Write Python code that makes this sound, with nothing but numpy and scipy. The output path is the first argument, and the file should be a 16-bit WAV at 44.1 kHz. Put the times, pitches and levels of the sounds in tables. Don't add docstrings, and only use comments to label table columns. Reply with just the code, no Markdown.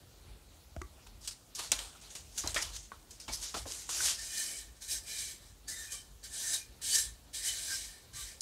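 import sys
import numpy as np
from scipy import signal
from scipy.fft import rfft, irfft, next_fast_len
from scipy.io import wavfile
from scipy.ndimage import uniform_filter1d

SR = 44100
rng = np.random.default_rng(int(sys.argv[2]) if len(sys.argv) > 2 else 0)


def wrap_up_sound(samples):
    columns = np.atleast_2d(samples).T
    tamed = np.clip(columns, -1, 1)
    steps = np.round(tamed * 32767).astype(np.int16)
    wavfile.write(sys.argv[1], SR, steps)


def decibels_to_gain(level_db):
    exponent = np.asarray(level_db, float) / 20
    return 10 ** exponent


N = 370881
T = np.arange(N) / SR


def trowel():
    # frequency in Hz, level in dB per Hz.
    sand_spectrum = [(180, -51), (300, -1.5), (1290, -9), (1770, -28), (1950, 11), (2680, -11.5),
                     (3860, -4.5), (6890, -5.5), (8410, -4), (13200, -20), (15800, -25)]
    # frequency in Hz, width in Hz, level in dB.
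    blade_modes = [(296, 39, -10), (669, 51, -5.5), (1173, 12, -12), (1574, 49, 4.5), (1779, 49, 10.5),
                   (2150, 22, 6), (2264, 130, 7), (2440, 32, 7.5), (3014, 33, -7.5), (3324, 40, -11),
                   (3790, 60, -8), (4046, 140, -8.5), (4010, 100, -14), (4915, 65, -6), (5520, 55, -4),
                   (6000, 42, 0), (6370, 127, -4), (7250, 80, -28), (7570, 175, -2.5), (8200, 51, -18),
                   (8430, 19, -15), (8260, 230, -5), (9100, 125, -5.5), (9920, 45, -4), (10030, 240, -14.5),
                   (11200, 140, -11), (12800, 470, -16.5)]
    sand = [grains(12000, spread_db=2.0, clump_db=1.5) for _ in range(2)]
    parts = list(bands(sand, sand_spectrum, patchy_db=2.0))
    for k, (hz, width_hz, level_db) in enumerate(blade_modes):
        own = np.roll(sand[k % 2], 997 * (k + 1))
        sides = (-1, 1) if hz > 5000 else (0,)
        for side in sides:
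            strikes = own[::-1] if side < 0 else own
            ring = wandering(strikes, hz * (1 + 0.0096 * side), width_hz)
            gain = decibels_to_gain(level_db + 6.0 - 7.0 * abs(side)) * flicker(2.5, rate=7.9)
            parts.append((hz, gain * ring))
    return played(parts, (5000, 2750, 2000), pressure()) + singing(sand[0][::-1])


def pressure():
    # time in seconds, pressure as grit level in dB.
    top_strokes = [
        [(4.175, -69.5), (4.189, -49.5), (4.365, -41.5), (4.377, -37), (4.611, -48), (4.745, -79),
         (4.769, -63.5), (4.78, -70.5)],
        [(4.805, -61), (4.823, -45.5), (4.877, -50.5), (4.883, -43.5), (4.923, -34.5), (4.981, -42.5),
         (5.023, -59), (5.05, -54.5)],
        [(5.055, -56), (5.077, -46.5), (5.111, -43.5), (5.181, -43), (5.189, -39.5), (5.311, -46.5),
         (5.403, -63.5), (5.42, -60)],
    ]
    # time in seconds, pressure as grit level in dB.
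    side_strokes = [
        [(5.675, -61), (5.683, -41), (5.775, -48), (5.801, -43.5), (5.899, -53), (5.925, -39.5), (6.039, -62.5),
         (6.111, -72.5), (6.15, -82)],
        [(6.225, -85), (6.231, -60), (6.243, -46), (6.293, -57.5), (6.353, -43), (6.525, -36.5), (6.541, -31.5),
         (6.657, -62), (6.72, -72)],
        [(6.81, -77), (6.818, -46.5), (6.872, -37), (6.922, -33.5), (6.956, -25), (6.978, -32), (6.986, -27),
         (7.126, -61), (7.2, -73)],
        [(7.33, -56), (7.346, -40.5), (7.42, -45.5), (7.472, -34), (7.554, -43.5), (7.686, -41.5), (7.724, -38),
         (7.988, -60.5), (8.1, -73)],
        [(8.125, -83), (8.135, -56), (8.169, -46.5), (8.215, -44), (8.301, -51), (8.39, -67)],
    ]
    # ring at 3-5 kHz, at 2-2.7 kHz and under 2 kHz, all in dB.
    holds = [
        (0, -1, 0.9),
        (-1, -1.5, -3.5),
        (1.5, 1, -1.5),
        (-3, -4, -1),
        (1, -2, 0),
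        (0.5, -0.5, -2.5),
        (1.5, 3, -0.5),
        (1.5, 6, -1),
    ]
    modes_db = (-8, -19, -15)
    middle_db, damping = -46, (0.098, 0.18, 0.26)
    lift_s, lift_db = 0.11, -6
    out = np.zeros((4, N))
    for rows, hold_db in zip(top_strokes + side_strokes, holds):
        last_s, last_db = rows[-1]
        s, db = np.transpose(list(rows) + [(last_s + lift_s, last_db + lift_db)])
        now = slice(int(s[0] * SR), int(s[-1] * SR))
        grit_db = np.interp(T[now], s, db)
        out[0, now] = decibels_to_gain(grit_db)
        for k, (over, hold, damp) in enumerate(zip(modes_db, hold_db, damping)):
            out[k + 1, now] = decibels_to_gain(grit_db + over + hold - damp * (grit_db - middle_db))
    return uniform_filter1d(out, size=200, axis=1)


def singing(sand):
    # middle in seconds, length in seconds, frequency in Hz, peak rms level in dB.
    free_modes = [(4.217, 0.074, 1790, -53), (5.73, 0.065, 1980, -55.5), (5.83, 0.13, 1800, -51),
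                  (5.69, 0.024, 1750, -54), (4.41, 0.34, 2440, -58), (4.52, .25, 2270, -61),
                  (4.4, .08, 4150, -50), (4.93, .08, 3900, -48), (4.92, .06, 2450, -53),
                  (5.22, .2, 2300, -57), (5.2, .2, 3050, -57), (5.8, .12, 3700, -56),
                  (5.69, .03, 4600, -50), (5.95, .1, 2350, -60), (6.255, .04, 4500, -52),
                  (6.54, .06, 3800, -45), (5.15, 0.18, 2400, -56), (4.42, 0.35, 3020, -56),
                  (5.96, 0.11, 3080, -54), (8.17, .06, 3000, -58), (8.33, 0.05, 1780, -64),
                  (3.3, 0.15, 3200, -70), (5.947, 0.078, 1170, -64), (6.61, 0.093, 2420, -57),
                  (6.93, 0.056, 4600, -35), (7.05, 0.07, 1800, -59), (7.49, .08, 3050, -45),
                  (6.85, 0.06, 3000, -55), (5.9, 0.081, 2440, -61), (7.472, 0.12, 2000, -54),
                  (7.724, 0.063, 1590, -43), (8.185, 0.077, 1170, -60)]
    out = np.zeros(N)
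    for s, length, hz, peak_db in free_modes:
        now = slice(int((s - 2 * length) * SR), int((s + 2 * length) * SR))
        swell = np.exp(-(2 * (T[now] - s) / length) ** 2)
        out[now] += decibels_to_gain(peak_db) * swell * rms_one(resonance(sand[now], hz, 37))
    return out


def wandering(x, hz, width_hz):
    first_stroke_s, block = 4.1, 2048
    out, state = np.zeros(N), np.zeros(2)
    tune = flicker(0.05, rate=2.86)
    for i in range(int(first_stroke_s * SR), N, block):
        b, a = poles(hz * tune[i], width_hz)
        out[i:i + block], state = signal.lfilter(b, a, x[i:i + block], zi=state)
    return out


def soles():
    # frequency in Hz, level in dB per Hz.
    sole_spectrum = [(180, -64), (300, -9.5), (425, -10.5), (1310, -7), (1550, -4.5), (2350, -4.5),
                     (2910, -1), (6140, 5.5), (8990, 1.5), (15800, -22.5)]
    sand = [grains(9000, spread_db=2.5, clump_db=1.5) for _ in range(2)]
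    return played(bands(sand, sole_spectrum, patchy_db=2.0), (4200, 1500), footwork())


def footwork():
    # time in seconds, hiss in dB, fall in seconds per 20 dB,
    # weight on the foot in dB.
    scuffs = [(0.765, -54, -0.2, 8), (0.817, -54, -0.35, 15), (1.066, -59.5, 0.05, 15), (1.13, -75, 1.2, 9),
              (1.276, -34.5, 0.0331, -4.5), (1.551, -42, 0.19, -14), (1.636, -43, .085, 4.5),
              (1.721, -26.5, 0.0275, 5.5), (1.73, -40.5, 0.17, 3), (1.787, -42, 0.13, 8.5),
              (2.014, -52, 0.15, 3), (2.104, -53, 0.43, -4), (2.153, -41, 0.05, 2), (2.378, -39, 0.11, -3),
              (2.475, -37, 0.0863, 3), (2.546, -35.5, 0.13, 5.5), (2.925, -66, 0.15, 18),
              (3.108, -51, .06, -8), (3.2005, -46, .08, -6), (3.281, -45.5, 0.16, 10),
              (3.543, -43, 0.06, 17), (3.892, -38, .4, -2)]
    # peak in seconds, hiss in dB, rise and fall in seconds per 20 dB,
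    # weight on the foot in dB.
    slides = [(1.21, -57, -0.34, 0.2, -8), (1.252, -47.5, 0.03, 0.06, -3), (1.31, -47, 0, 0.06, -2),
              (1.594, -39, 0.025, .085, 7.5), (1.929, -61.5, -0.5, 0.25, 16),
              (2.365, -51, 0.06, 0.4, -10.5), (2.464, -42, 0.04, 0.09, 4),
              (2.571, -42, -0.0057, 0.16, 12.5), (2.627, -31, 0.02, 0.02, -4), (2.646, -45.5, 0, 0.07, 1),
              (2.765, -43, 0.06, 0.02, -0.5), (2.79, -55, 0.1, .2, -3), (3.05, -76, 0.3, 1.5, 2),
              (3.14, -61, 0.1, 0.3, -14), (3.335, -37, 0.02, 0.09, -15), (3.436, -38.5, 0.05, 0.14, -3.5),
              (3.574, -38.5, 0.0243, .075, 3.5), (3.67, -44.5, 0.02, 0.25, 0.5),
              (3.715, -44, 0.04, .2, -1.5), (3.825, -47, 0.1, .05, -8), (3.96, -41, 0.065, 0.5, -5),
              (4.035, -38, 0.1, 0.2, -3), (4.07, -30, .14, 0.0647, -3), (4.105, -35, .08, .07, -5)]
    landing_s = 0.0027
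    rows = [(s, db, landing_s, fall, weight) for s, db, fall, weight in scuffs] + slides
    s, db, rise, fall, weight = np.transpose(rows)
    crunch_db = -5.5 + 0.4 * weight
    drag_db = -16 + weight
    return np.array([swells(s, db + over, rise, fall) for over in (0, crunch_db, drag_db)])


def snaps():
    # time in seconds, peak in dB, colour in Hz, length in seconds, tile ring in dB.
    grit_snaps = [(0.817, -36, 5470, 0.0019, -14), (1.07, -43, 5600, 0.0036, 16),
                  (3.286, -40, 2300, 0.022, -19.5), (3.326, -34, 5900, .003, -15),
                  (3.677, -35, 6000, .004, -15), (3.685, -36, 6000, .003, -15),
                  (3.714, -33.5, 5000, .003, -5), (3.72, -27, 5000, 0.0033, -5),
                  (1.55, -46, 5600, 0.0021, -8), (1.7176, -11.5, 6000, 0.0013, -4),
                  (1.72, -9.5, 6000, .0022, 1), (1.79, -25.5, 5600, 0.0038, 8),
                  (1.904, -47, 5500, 0.0028, 4), (2.002, -47, 5600, 0.0025, -2),
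                  (2.1517, -41, 5640, 0.0051, 5), (2.38, -35, 5630, 0.009, -5),
                  (2.4745, -19.5, 5800, 0.0022, -15), (2.544, -20.5, 5300, 0.0027, -1),
                  (2.567, -35, 5600, 0.0019, 2), (3.028, -50, 5000, .001, -20),
                  (3.1075, -42, 5640, 0.012, -19), (3.2005, -40, 5750, 0.008, -11),
                  (3.213, -39, 5000, .003, -11), (2.764, -32, 4500, .002, -5),
                  (4.821, -40, 6000, .004, -10), (3.896, -33, 5600, 0.0025, 11),
                  (5.682, -37, 5600, 0.0029, -12.5), (5.921, -28, 7060, 0.002, -12),
                  (8.4068, -25, 5900, 0.0057, -21)]
    out, t = np.zeros(N), T[:1800]
    noise = rng.standard_normal((len(grit_snaps), len(t)))
    for (s, peak_db, hz, length, tile_db), burst in zip(grit_snaps, noise):
        crackle = 0.07 * np.exp(-t / 0.014)
        blow = burst * np.minimum(t / 0.00038, 1) * (np.exp(-(t / length) ** 3) + crackle)
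        crack = resonance(resonance(blow, hz, 4300), hz, 4800)
        crack = crack + decibels_to_gain(tile_db) * resonance(blow, 3270, 750)
        at = round(s * SR)
        out[at:at + len(t)] += (decibels_to_gain(peak_db) * crack / np.abs(crack).max())[:N - at]
    return out


def knocks():
    # time in seconds, peak in dB, body in Hz, ring in seconds, floor thump in dB.
    floor_knocks = [(1.718, -40, 1140, 0.019, -54), (2.437, -36, 940, 0.02, -46),
                    (2.462, -36.5, 600, .015, -52), (2.5624, -21.5, 1870, 0.027, -62),
                    (2.9185, -46, 1200, 0.02, -62), (3.281, -36, 1100, 0.011, -53.5),
                    (3.296, -36.5, 750, .015, -57), (3.543, -37, 955, 0.02, -50),
                    (3.567, -40.5, 650, 0.01, -51), (3.656, -38, 454, 0.013, -53),
                    (3.891, -34.5, 910, 0.012, -64), (4.006, -35, 1900, 0.012, -79),
                    (4.08, -31, 1500, .008, -79)]
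    boom_hz, boom_s = 72, 0.027
    out, t = np.zeros(N), T[:4000]
    noise = rng.standard_normal((len(floor_knocks), 2, len(t)))
    boom = np.sin(2 * np.pi * boom_hz * t) * np.exp(-t / boom_s)
    for (s, peak_db, hz, ring_s, thump_db), (burst, low) in zip(floor_knocks, noise):
        ring = resonance(burst * np.exp(-t / ring_s), hz, 0.35 * hz)
        contact = 0.35 * burst * np.exp(-t / ring_s) * np.exp(-t / 0.003)
        body = resonance(ring + contact, hz, 1.8 * hz)
        thump = resonance(low * t * np.exp(-t / 0.0063), 250, 220)
        at = round(s * SR)
        out[at:at + len(t)] += decibels_to_gain(thump_db) * boom
        out[at:at + len(t)] += decibels_to_gain(peak_db) * body / np.abs(body).max()
        out[at:at + len(t)] += decibels_to_gain(thump_db + 10.5) * thump / np.abs(thump).max()
    return out


def rings():
    # time in seconds, frequency in Hz, peak in dB, 60 dB decay in seconds.
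    struck = [(0.7645, 660, -34, .03), (0.7648, 350, -38, .02), (0.7645, 1400, -40, 0.013),
              (0.7645, 2100, -46, .008), (0.770, 1615, -50, .008), (0.770, 2800, -52, .005),
              (0.7675, 67, -30, .11), (0.8163, 361, -38, .06), (0.8163, 1250, -33, .018),
              (0.8185, 2050, -34, .01), (0.823, 1150, -47, .1), (0.821, 62, -36, .1),
              (2.9185, 1120, -37, .04), (2.9185, 1500, -39, .03), (2.93, 1300, -52, .09),
              (2.9185, 1900, -46, .015), (2.379, 2900, -39, .03), (2.476, 4110, -29.5, 0.033),
              (2.5618, 618, -31, 0.033), (2.5618, 1260, -28, .03), (2.565, 3300, -32, .04),
              (3.29, 2264, -41.5, 0.09), (3.544, 1150, -40, .05), (4.005, 1520, -28.5, 0.032),
              (3.892, 1300, -39, .02)]
    out, t = np.zeros(N), T[:9000]
    for s, hz, peak_db, t60 in struck:
        at = round(s * SR)
        out[at:at + len(t)] += decibels_to_gain(peak_db - 60 * t / t60) * np.sin(2 * np.pi * hz * t)
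    return out


def room(x):
    t60_s, wall_cut_hz = 0.22, 4300
    size = next_fast_len(N + SR)
    w = 2 * np.pi * np.arange(size // 2 + 1) / size
    dull = 1 / (1 + 1j * w * SR / (2 * np.pi * wall_cut_hz)) ** 0.35
    lags = (rng.uniform(0.011, 0.045, size=16) * SR).astype(int)
    echo = 0
    for k, lag in enumerate(lags):
        loop = decibels_to_gain(-60 * lag / SR / t60_s) * dull * np.exp(-1j * w * lag)
        echo = echo + (-1) ** k * loop / (1 - loop)
    return irfft(rfft(x, size) * echo, size)[:N]


def air():
    # frequency in Hz, level in dB per Hz.
    air_spectrum = [(36, 7.5), (56, -1.5), (135, -15), (300, -18.5), (700, -23), (2000, -31), (6000, -25.5),
                    (11000, -29.5), (15800, -34)]
    # time in seconds, level in dB.
    thuds = [(0.0, -43), (.3, -51), (.79, -50.5), (1.15, -53), (1.73, -47), (2.51, -42), (2.71, -47.5),
             (2.97, -56), (3.3, -47.5), (3.63, -46), (4.03, -50), (3.15, -52), (5.04, -63), (5.53, -50),
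             (6.12, -49.5), (7.07, -47), (7.92, -55), (8.13, -51)]
    hiss_db, murmur_db, rumble_db = -66, -64, -56.5
    rise_s, fall_s = 0.13, 0.12
    noise = rng.standard_normal((2, N))
    hiss, murmur, rumble = grouped(bands(noise, air_spectrum, patchy_db=1.8), (5000, 140))
    s, db = np.transpose(thuds)
    thudding = swells(s, db, rise_s + 0 * s, fall_s + 0 * s)
    rumble = rumble * np.hypot(decibels_to_gain(rumble_db), thudding) * flicker(1.94, rate=4.0)
    murmur = murmur * flicker(1.2, rate=4.0)
    return hiss * decibels_to_gain(hiss_db) + murmur * decibels_to_gain(murmur_db) + rumble


def grains(per_s, spread_db, clump_db):
    sizes = decibels_to_gain(spread_db * np.minimum(rng.exponential(1, N), 5)) * rng.choice([-1, 1], N)
    slips = rng.random(N) < per_s / SR
    return rms_one(sizes * slips * flicker(clump_db, rate=19) + 1e-9)


def bands(x, spectrum, patchy_db):
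    bottom, top = spectrum[0][0], spectrum[-1][0]
    edges = bottom * 2 ** np.arange(0, np.log2(top / bottom) + 0.34, 1 / 3)
    for k, (low, high) in enumerate(zip(edges, edges[1:])):
        hz = np.sqrt(low * high)
        sos = signal.butter(2, [low, high], "band", fs=SR, output="sos")
        band = signal.sosfilt(sos, x[k % 2])
        yield hz, band * decibels_to_gain(at_hz(spectrum, hz)) * flicker(patchy_db, rate=10.0)


def at_hz(points, hz):
    point_hz, db = np.transpose(points)
    return np.interp(np.log(hz), np.log(point_hz), db)


def grouped(parts, splits_hz):
    groups = np.zeros((len(splits_hz) + 1, N))
    for hz, part in parts:
        groups[np.sum(hz < np.array(splits_hz))] += part
    return [rms_one(group) for group in groups]


def played(parts, splits_hz, gain):
    return (gain * grouped(parts, splits_hz)).sum(axis=0)


def swells(s, db, rise_s, fall_s):
    t = T[::40] - np.array(s)[:, None]
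    rise = -np.maximum(rise_s, 1e-3)[:, None]
    fall = np.maximum(fall_s, 1e-3)[:, None]
    level_db = np.array(db)[:, None] - 20 * t / np.where(t < 0, rise, fall)
    power = decibels_to_gain(2 * np.maximum(level_db, -100))
    return np.interp(T, T[::40], np.sqrt(power.sum(axis=0)))


def flicker(spread_db, rate):
    r = np.exp(-80 * np.pi * rate / SR)
    drive = rng.standard_normal(N // 40 + 2002)
    slow = signal.lfilter([1], [1, -2 * r, r * r], drive)[2000:]
    return np.interp(np.arange(N) / 40, np.arange(len(slow)), decibels_to_gain(spread_db * rms_one(slow)))


def poles(hz, width_hz):
    r = np.exp(-np.pi * width_hz / SR)
    return np.array([1, 0, -1]) * (1 - r * r) / 2, [1, -2 * r * np.cos(2 * np.pi * hz / SR), r * r]


def resonance(x, hz, width_hz):
    return signal.lfilter(*poles(hz, width_hz), x)


def rms_one(x):
    return x / np.sqrt(np.mean(x ** 2) + 1e-20)


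def scene():
    work = trowel() + soles() + snaps() + knocks() + rings()
    room_db = -18.5
    return (work + decibels_to_gain(room_db) * room(work) + air())[None, :]


def low_pass(x):
    return signal.sosfilt(signal.butter(12, 16440, fs=SR, output="sos"), x)


def record(dry):
    low_cut_hz, top_cut_hz = 45, 15730
    x = signal.sosfilt(signal.butter(8, low_cut_hz, "high", fs=SR, output="sos"), dry)
    x = signal.sosfilt(signal.ellip(12, 0.5, 60, top_cut_hz, fs=SR, output="sos"), x)
    return low_pass(x)


dry = scene()
out = record(dry)
wrap_up_sound(out)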